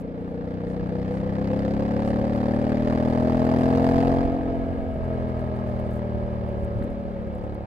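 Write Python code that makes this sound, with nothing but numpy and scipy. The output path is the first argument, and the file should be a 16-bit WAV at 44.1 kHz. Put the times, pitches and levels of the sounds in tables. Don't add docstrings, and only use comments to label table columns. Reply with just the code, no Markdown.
import sys
import numpy as np
from scipy import signal
from scipy.fft import rfft, irfft, next_fast_len
from scipy.io import wavfile
from scipy.ndimage import uniform_filter1d

SR = 44100
rng = np.random.default_rng(int(sys.argv[2]) if len(sys.argv) > 2 else 0)


def convert_level_to_amplitude(level_db):
    exponent = np.asarray(level_db, float) / 20
    return 10 ** exponent


def inscribe(sig):
    pcm = np.round(np.clip(np.atleast_2d(sig).T, -1, 1) * 32767)
    wavfile.write(sys.argv[1], SR, pcm.astype(np.int16))


N = 337806
TIME_S = np.arange(N) / SR

# start_s, cycle_hz (four-stroke cycles), effort_db
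ENGINE_RUN = [(0, 29.45, -36.5), (.87, 31.7, -29.5), (1.3, 32.95, -28), (1.54, 33.88, -26.5),
              (2.67, 38.4, -25), (3.67, 42.55, -21.5), (3.99, 43.9, -21), (4.19, 44.45, -23),
              (4.39, 44.33, -26.5), (4.88, 43.4, -31.5), (4.98, 41.35, -34), (5.1, 42.09, -31),
              (5.8, 39.57, -31.5), (6.76, 36.6, -34), (6.87, 38.56, -32.5), (6.96, 36.94, -33),
              (7.3, 36.3, -34), (7.66, 35.13, -37.5)]
# start_s, opening (0-1), slack (0-1, drive line neither pulling nor braking)
THROTTLE_HAND = [(0, 0.9, 0.8), (.5, 0.74, 0.48), (1.3, 0.64, 0.27), (1.5, 0.81, 0.15), (4.1, 0.88, 0.01),
                 (4.4, 1, 0.7), (4.95, .4, .9), (5.03, 0.23, 0.12), (6.82, 0, 0.14), (6.88, 0.6, .7),
                 (7.3, 0.2, .7), (7.45, 0.5, .1), (7.66, 0.3, 0.2)]
# pitch_hz, left_over_right_db
PORT_LEAN = [(60, -4), (92, 0.5), (140, 5.5), (210, 3.5), (330, 1), (500, 0), (770, -1), (1170, -5.5),
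             (1790, 3), (2740, -1), (4190, 2.5), (6410, -1.5), (9810, 1), (15000, 1.5)]
# pitch_hz, lead_radians
PORT_LEAD = [(0, 3), (690, -0.53), (1200, 4), (1800, 4.5), (2700, 5.5), (5200, 4), (8100, 12.5), (16000, 4)]


def evened(x):
    return x / np.sqrt(np.mean(x ** 2) + 1e-20)


def read(points, hz):
    f, value = np.transpose(points)
    return np.interp(np.log(hz + 1), np.log(f + 1), value)


def curves(rows):
    s, *columns = np.transpose(rows)
    return [np.interp(TIME_S, s, column) for column in columns]


def drift(hz, channels=1):
    chance = rng.standard_normal((channels, N + SR))
    slow = signal.lfilter(*signal.butter(2, hz, fs=SR), chance)
    return evened(slow[:, SR:])


def band(x, lo_hz, hi_hz):
    edges = [lo_hz, min(hi_hz, SR / 2.1)]
    return signal.sosfilt(signal.butter(2, edges, "bandpass", fs=SR, output="sos"), x)


def treble(x, above_hz):
    return signal.sosfiltfilt(signal.butter(2, above_hz, "highpass", fs=SR, output="sos"), x)


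def panned(db, left_right_db):
    return convert_level_to_amplitude(db + np.array([[left_right_db / 2], [-left_right_db / 2]]))


def noise(colour, patchy_db):
    # pitch_hz, likeness (0-1)
    likeness = [(60, 0.14), (200, 0.58), (400, 1), (700, 0.75), (1250, 0.82), (1900, 0.53), (2700, 1),
                (4400, 0.78), (6800, 0.17), (15000, .3)]
    frames, hz = N // 256 + 5, np.fft.rfftfreq(1024, 1 / SR)
    a, b, c, d, patches = rng.standard_normal((frames, 513, 5)).T
    patches = uniform_filter1d(patches, size=10, axis=0)
    patches = evened(uniform_filter1d(patches, size=10, axis=1))
    same = np.clip(read(likeness, hz), -1, 1)[:, None]
    left, own = a + 1j * b, c + 1j * d
    delayed = left * np.exp(-1j * read(PORT_LEAD, hz))[:, None]
    right = same * delayed + np.sqrt(1 - same ** 2) * own
    z = np.array([left, right])
    z *= convert_level_to_amplitude(read(colour, hz)[:, None] + patchy_db * patches)
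    z *= convert_level_to_amplitude(np.outer([.5, -.5], read(PORT_LEAN, hz)))[:, :, None]
    return signal.istft(z, nperseg=1024, noverlap=768)[1][:, :N]


def ports(x):
    margin = 2048
    x = np.pad(x, margin, "reflect")
    size = next_fast_len(len(x), True)
    hz = np.fft.rfftfreq(size, 1 / SR)
    half = convert_level_to_amplitude(read(PORT_LEAN, hz) / 2) * np.exp(.5j * read(PORT_LEAD, hz))
    return irfft(rfft(x, size) * np.array([half, 1 / half]), size)[:, margin:margin + N]


def fuzzy_line(hz, width_hz, clean):
    wobble = drift(width_hz, channels=2)
    angle = 2 * np.pi * np.cumsum(hz * np.ones(N)) / SR
    return evened((clean + wobble[0]) * np.cos(angle) + wobble[1] * np.sin(angle))


def law(usual_db, share, shut_db, slack_db, speed_db):
    usual_effort_db, usual_hz = -30, 37
    hz, effort_db = curves(ENGINE_RUN)
    throttle, slack = np.clip(curves(THROTTLE_HAND), 0, 1)
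    level_db = usual_db + share * (effort_db - usual_effort_db)
    level_db = level_db + shut_db * (1 - throttle) + slack_db * slack
    return level_db + speed_db * np.log2(hz / usual_hz)




def wind():
    wind_law = (-43.5, 0.33, 3.4, 3.2, 14)
    # pitch_hz, level_db (per Hz)
    wind_colour = [(10, -28), (22, -11), (40, 10.5), (70, 6.5), (110, -1.5), (160, -21.5), (250, -31),
                   (500, -60)]
    # centre_s, more_db, half_length_s
    gusts = [
        (1.013, 1, 0.12),
        (1.752, 2.5, .1),
        (2.126, 5, 0.07),
        (4.204, 2.5, .15),
        (4.623, 2, 0.09),
        (4.946, 2, 0.17),
        (5.733, 4.5, 0.055),
        (6.61, 5.5, .05),
        (6.767, 5.5, .04),
        (7.4, 4.5, .07),
    ]
    size = next_fast_len(N, True)
    hz = np.fft.rfftfreq(size, 1 / SR)
    shared, *own = rng.standard_normal((3, size))
    lumps = irfft(rfft(np.array(own) + shared / 2) * convert_level_to_amplitude(read(wind_colour, hz)), size)[:, :N]
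    lumps = lumps * convert_level_to_amplitude(1.5 * drift(13.0, channels=2))
    gusts_db = sum(db * np.exp(-((TIME_S - s) / half) ** 2) for s, db, half in gusts)
    port_db = np.array([[.6], [3.5]])
    return convert_level_to_amplitude(law(*wind_law) + gusts_db + port_db) * evened(lumps)


def roar():
    roar_law = (-37.5, 0.4, 1.1, 0.4, 5.5)
    fizz_law = (-3, 0.7, 0.5, -6, -0.5)
    # pitch_hz, level_db (per Hz)
    roar_colour = [(60, -14.5), (100, -2), (160, -11.5), (300, -11), (560, -4), (800, -18), (1100, -23),
                   (1700, -28.5), (2250, -31), (2600, -37.5), (5200, -48), (5600, -56.5), (9000, -54),
                   (15600, -73)]
    wash = noise(roar_colour, patchy_db=1.0)
    flicker = convert_level_to_amplitude(3 * drift(14.) + 2.2 * drift(70.) + law(*fizz_law))
    flickering = wash + (flicker - 1) * treble(wash, 8000.)
    return convert_level_to_amplitude(law(*roar_law) - 1.0) * flickering / np.std(band(wash, 220, 890))


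def passing_cars():
    # centre_s, level_db, half_length_s, left_right_db
    cars = [
        (0.704, -69.5, 0.044, -2),
        (1.15, -68, 0.063, 3.5),
        (2.082, -63, 0.04, 2),
    ]
    swell = np.zeros((2, N))
    for s, db, half, pan in cars:
        swell += panned(db, pan) * np.exp(-((TIME_S - s) / half) ** 2)
    return swell * evened(band(rng.standard_normal((2, N)), 4500., 10000.0))


def cloth():
    # centre_s, level_db, half_length_s
    flaps = [(0.005, -58.5, 0.016), (0.198, -74, .03), (0.291, -75, 0.044), (2.355, -65, 0.026),
             (3.079, -68.5, 0.04), (5.294, -68.5, .015), (5.687, -68, .03), (5.803, -64.5, .012),
             (5.926, -63, 0.023), (5.976, -62, .02), (6.636, -67.5, 0.015), (6.839, -65, 0.014),
             (6.912, -70, 0.0098), (6.994, -69, 0.013)]
    swell = np.zeros((2, N))
    for s, db, half in flaps:
        swell += convert_level_to_amplitude(db - 4.5) * np.exp(-((TIME_S - s) / half) ** 4)
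    snaps = rng.standard_normal((2, N)) * convert_level_to_amplitude(7. * drift(500.))
    return swell * evened(band(snaps, 5500., 14000.))


def loose_fittings():
    # start_s, level_db, left_right_db
    hard_ticks = [(5.4084, -58, 0.0), (5.558, -59, -3), (5.7948, -56, -2), (5.9097, -55, 2),
                  (5.9315, -58.5, -3.5), (5.9565, -57.5, 3), (6.6472, -53.5, 3.5), (6.7227, -67, -1.0),
                  (6.822, -63, 3.5), (6.844, -60.5, -2.5), (6.9023, -60, 2.5), (7.3508, -58, 7),
                  (7.3807, -59, 4.5), (7.5462, -54.5, 5)]
    coast_s, tick_count = 4.7, 90
    when, size, side = rng.random((tick_count, 3)).T
    small_s = coast_s + when * (N / SR - coast_s)
    small_db = -72.5 - 5.5 * np.log(size + .05)
    small_ticks = zip(small_s, small_db, 13.5 * (side - .5))
    shape = np.zeros((2, N))
    for s, db, pan in [*hard_ticks, *small_ticks]:
        at = slice(round((s - .004) * SR), round((s + .01) * SR))
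        fall_db = -60 * abs(TIME_S[at] - s - .001) / .005
        shape[:, at] += panned(db - 3, pan) * convert_level_to_amplitude(fall_db)
    hiss = rng.standard_normal((2, N))
    return shape * evened(band(hiss + .5 * hiss[::-1], 6500., 13500.))


def bumps():
    # centre_s, level_db, pitch_hz
    jolts = [
        (4.974, -29, 150.),
        (5.691, -29, 88),
        (6.77, -28, 106),
        (6.815, -25, 248.9),
        (6.85, -27.5, 263),
        (6.823, -37, 1750),
        (6.826, -48, 4000.),
    ]
    out = np.zeros(N)
    for s, db, hz in jolts:
        t = TIME_S - s
        out += convert_level_to_amplitude(db) * np.cos(2 * np.pi * hz * t) * np.exp(-(t * hz / 1.5) ** 2)
    return out


def whistles():
    whistle_law = (-63.5, 0.27, 4, -1, 26.5)
    # pitch_hz, width_hz, level_db
    edges = [(1274, 15, 0), (1635, 60., -1.2), (2210, 60., -7), (2946, 89, -13.5)]
    lines = sum(convert_level_to_amplitude(db) * fuzzy_line(hz, width_hz, clean=.9) for hz, width_hz, db in edges)
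    return convert_level_to_amplitude(law(*whistle_law)) * lines * np.array([[1.2], [.3]])


def final_drive(hz):
    drive_law = (-39.5, 0.99, 3.5, -0.5, 2.6)
    tread_law = (-45, .3, .1, .1, 6)
    teeth_per_cycle, wheel_s = 15.2, .5
    mesh_hz = teeth_per_cycle * uniform_filter1d(hz, round(wheel_s * SR))
    whine = convert_level_to_amplitude(law(*drive_law)) * fuzzy_line(mesh_hz, width_hz=22., clean=3.5)
    tread = convert_level_to_amplitude(law(*tread_law)) * fuzzy_line(mesh_hz, width_hz=65.0, clean=0)
    return ports(whine + tread)


def puffs(turns, throttle):
    puff_law = (-59, 1.1732, -0.6, -8, -6.2)
    # pitch_hz, level_db (per Hz)
    puff_colour = [(300, -30.5), (600, -12.5), (1100, -16.5), (1400, -24), (1750, -18), (2200, -28.5),
                   (2500, -30.5), (3600, -36), (5100, -35.5), (5500, -47.5), (7300, -47), (7700, -53.5),
                   (12300, -57), (15600, -77)]
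    cycles = int(turns[-1]) + 3
    size = convert_level_to_amplitude(1.5 * rng.standard_normal((cycles, 2)) + [1.5, -1.5])
    gate = np.zeros(N)
    for k, late in enumerate((-.18, .18)):
        since = turns - late + 1.009
        u = since % 1 / 0.07
        gate += size[since.astype(int), k] * (u * np.exp(1 - u)) ** 1.4
    gate = (.2 + (.25 + .85 * throttle) * gate) / (.3 + .3 * throttle)
    hiss = noise(puff_colour, patchy_db=0.0) * gate * convert_level_to_amplitude(0.8 * drift(290.0))
    db = law(*puff_law)
    brighter = convert_level_to_amplitude(.8 * (db + 57.0)) - 1
    hiss = hiss + brighter * treble(hiss, 7000.)
    return convert_level_to_amplitude(db) * hiss / np.std(band(hiss, 2576, 6000))


def rung(modes, hz):
    return sum(convert_level_to_amplitude(db) / (1 + 2j * (hz - mid) / width) for mid, width, db in modes)


def firings(hz, turns, throttle):
    order_laws = [
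        (-40, 0.94, 12.5, 0.5, 11.8),
        (-35.5, 0.63, 3, -12, -2.2),
        (-33.5, 1.2844, 0.75, 0.8, -1.3),
        (-45, .5, -3, 4.5, 6.3),
        (-45, 0.3669, -1, -9.5, 0),
        (-43, .5, -4, -13, -3.5),
    ]
    # order, open_db (throttle open), shut_db (throttle shut)
    gulp = [(0.988, -11, -11.5), (2, 0, -3), (2.98, 0, 2.5), (4, -6.5, 5.5), (5.15, -2.5, 0),
            (5.764, -1.5, 7), (6.47, 0, -11), (7.87, 8.5, 0), (10.1, 5, 8.5), (12.47, -4, -11),
            (13.9, 4, -3), (16.9, -0.5, -6.5), (24.4, -10.5, -8), (39.7, -27.5, -27)]
    # pitch_hz, width_hz, level_db
    airbox = [(268, 35.3, 18), (482, 39, 16), (747, 65, 8.5)]
    # pitch_hz, width_hz, level_db
    panels = [(1067, 67, 7), (880, 280, -6.5)]
    step = 8
    uneven = np.array([[.08], [.08], [.08], [.08], [.08], [.12]]) * drift(40., channels=6)
    levels_db = [law(*row) for row in order_laws]
    levels = (convert_level_to_amplitude(levels_db) * np.sqrt(2) * (1 + uneven))[:, ::step]
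    shaky = (turns + (.0008 + .0007 * throttle) * drift(25.)[0])[::step]
    hz, throttle, out = hz[::step], throttle[::step], 0
    order, open_db, shut_db = np.transpose(gulp)
    for k in range(1, 41):
        gap = .375 - .03 * throttle * (k < 11)
        early = np.exp(1j * np.pi * k * gap)
        second_db = -1.2 - 8 * throttle * np.clip((k - 14) / 5, 0, 1)
        pair = 0.54 * (early + convert_level_to_amplitude(second_db) / early)
        size_db = throttle * np.interp(k, order, open_db) + (1 - throttle) * np.interp(k, order, shut_db)
        box = (k > 6) * 0.44 * throttle * rung(airbox, k * hz)
        gain = convert_level_to_amplitude(size_db) * (pair * (1 + rung(panels, k * hz)) + box)
        lag = 1 - throttle + 3.5 * throttle * np.log2(hz / 33) + .01 * max(k - 7, 0) ** 2
        wave = (gain * np.exp(1j * (2 * np.pi * k * shaky - lag))).real
        out = out + levels[np.searchsorted([2, 3, 6, 7, 15], k)] * wave
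    return ports(signal.resample_poly(out, step, 1, padtype="line")[:N])


def engine():
    hz = curves(ENGINE_RUN)[0]
    turns = np.cumsum(hz) / SR + .57
    throttle = np.clip(curves(THROTTLE_HAND)[0], 0, 1)
    return final_drive(hz) + puffs(turns, throttle) + firings(hz, turns, throttle)


def scene():
    air = wind() + roar() + whistles()
    small_sounds = passing_cars() + cloth() + loose_fittings() + bumps()
    return air + small_sounds + engine()


def top_cut(x):
    return signal.sosfilt(signal.butter(12, 15700, fs=SR, output="sos"), x)


def record(dry):
    fade = np.minimum(np.arange(N, 0, -1) / (.004 * SR), 1)
    return top_cut(dry * fade)


dry = scene()
out = record(dry)
inscribe(out)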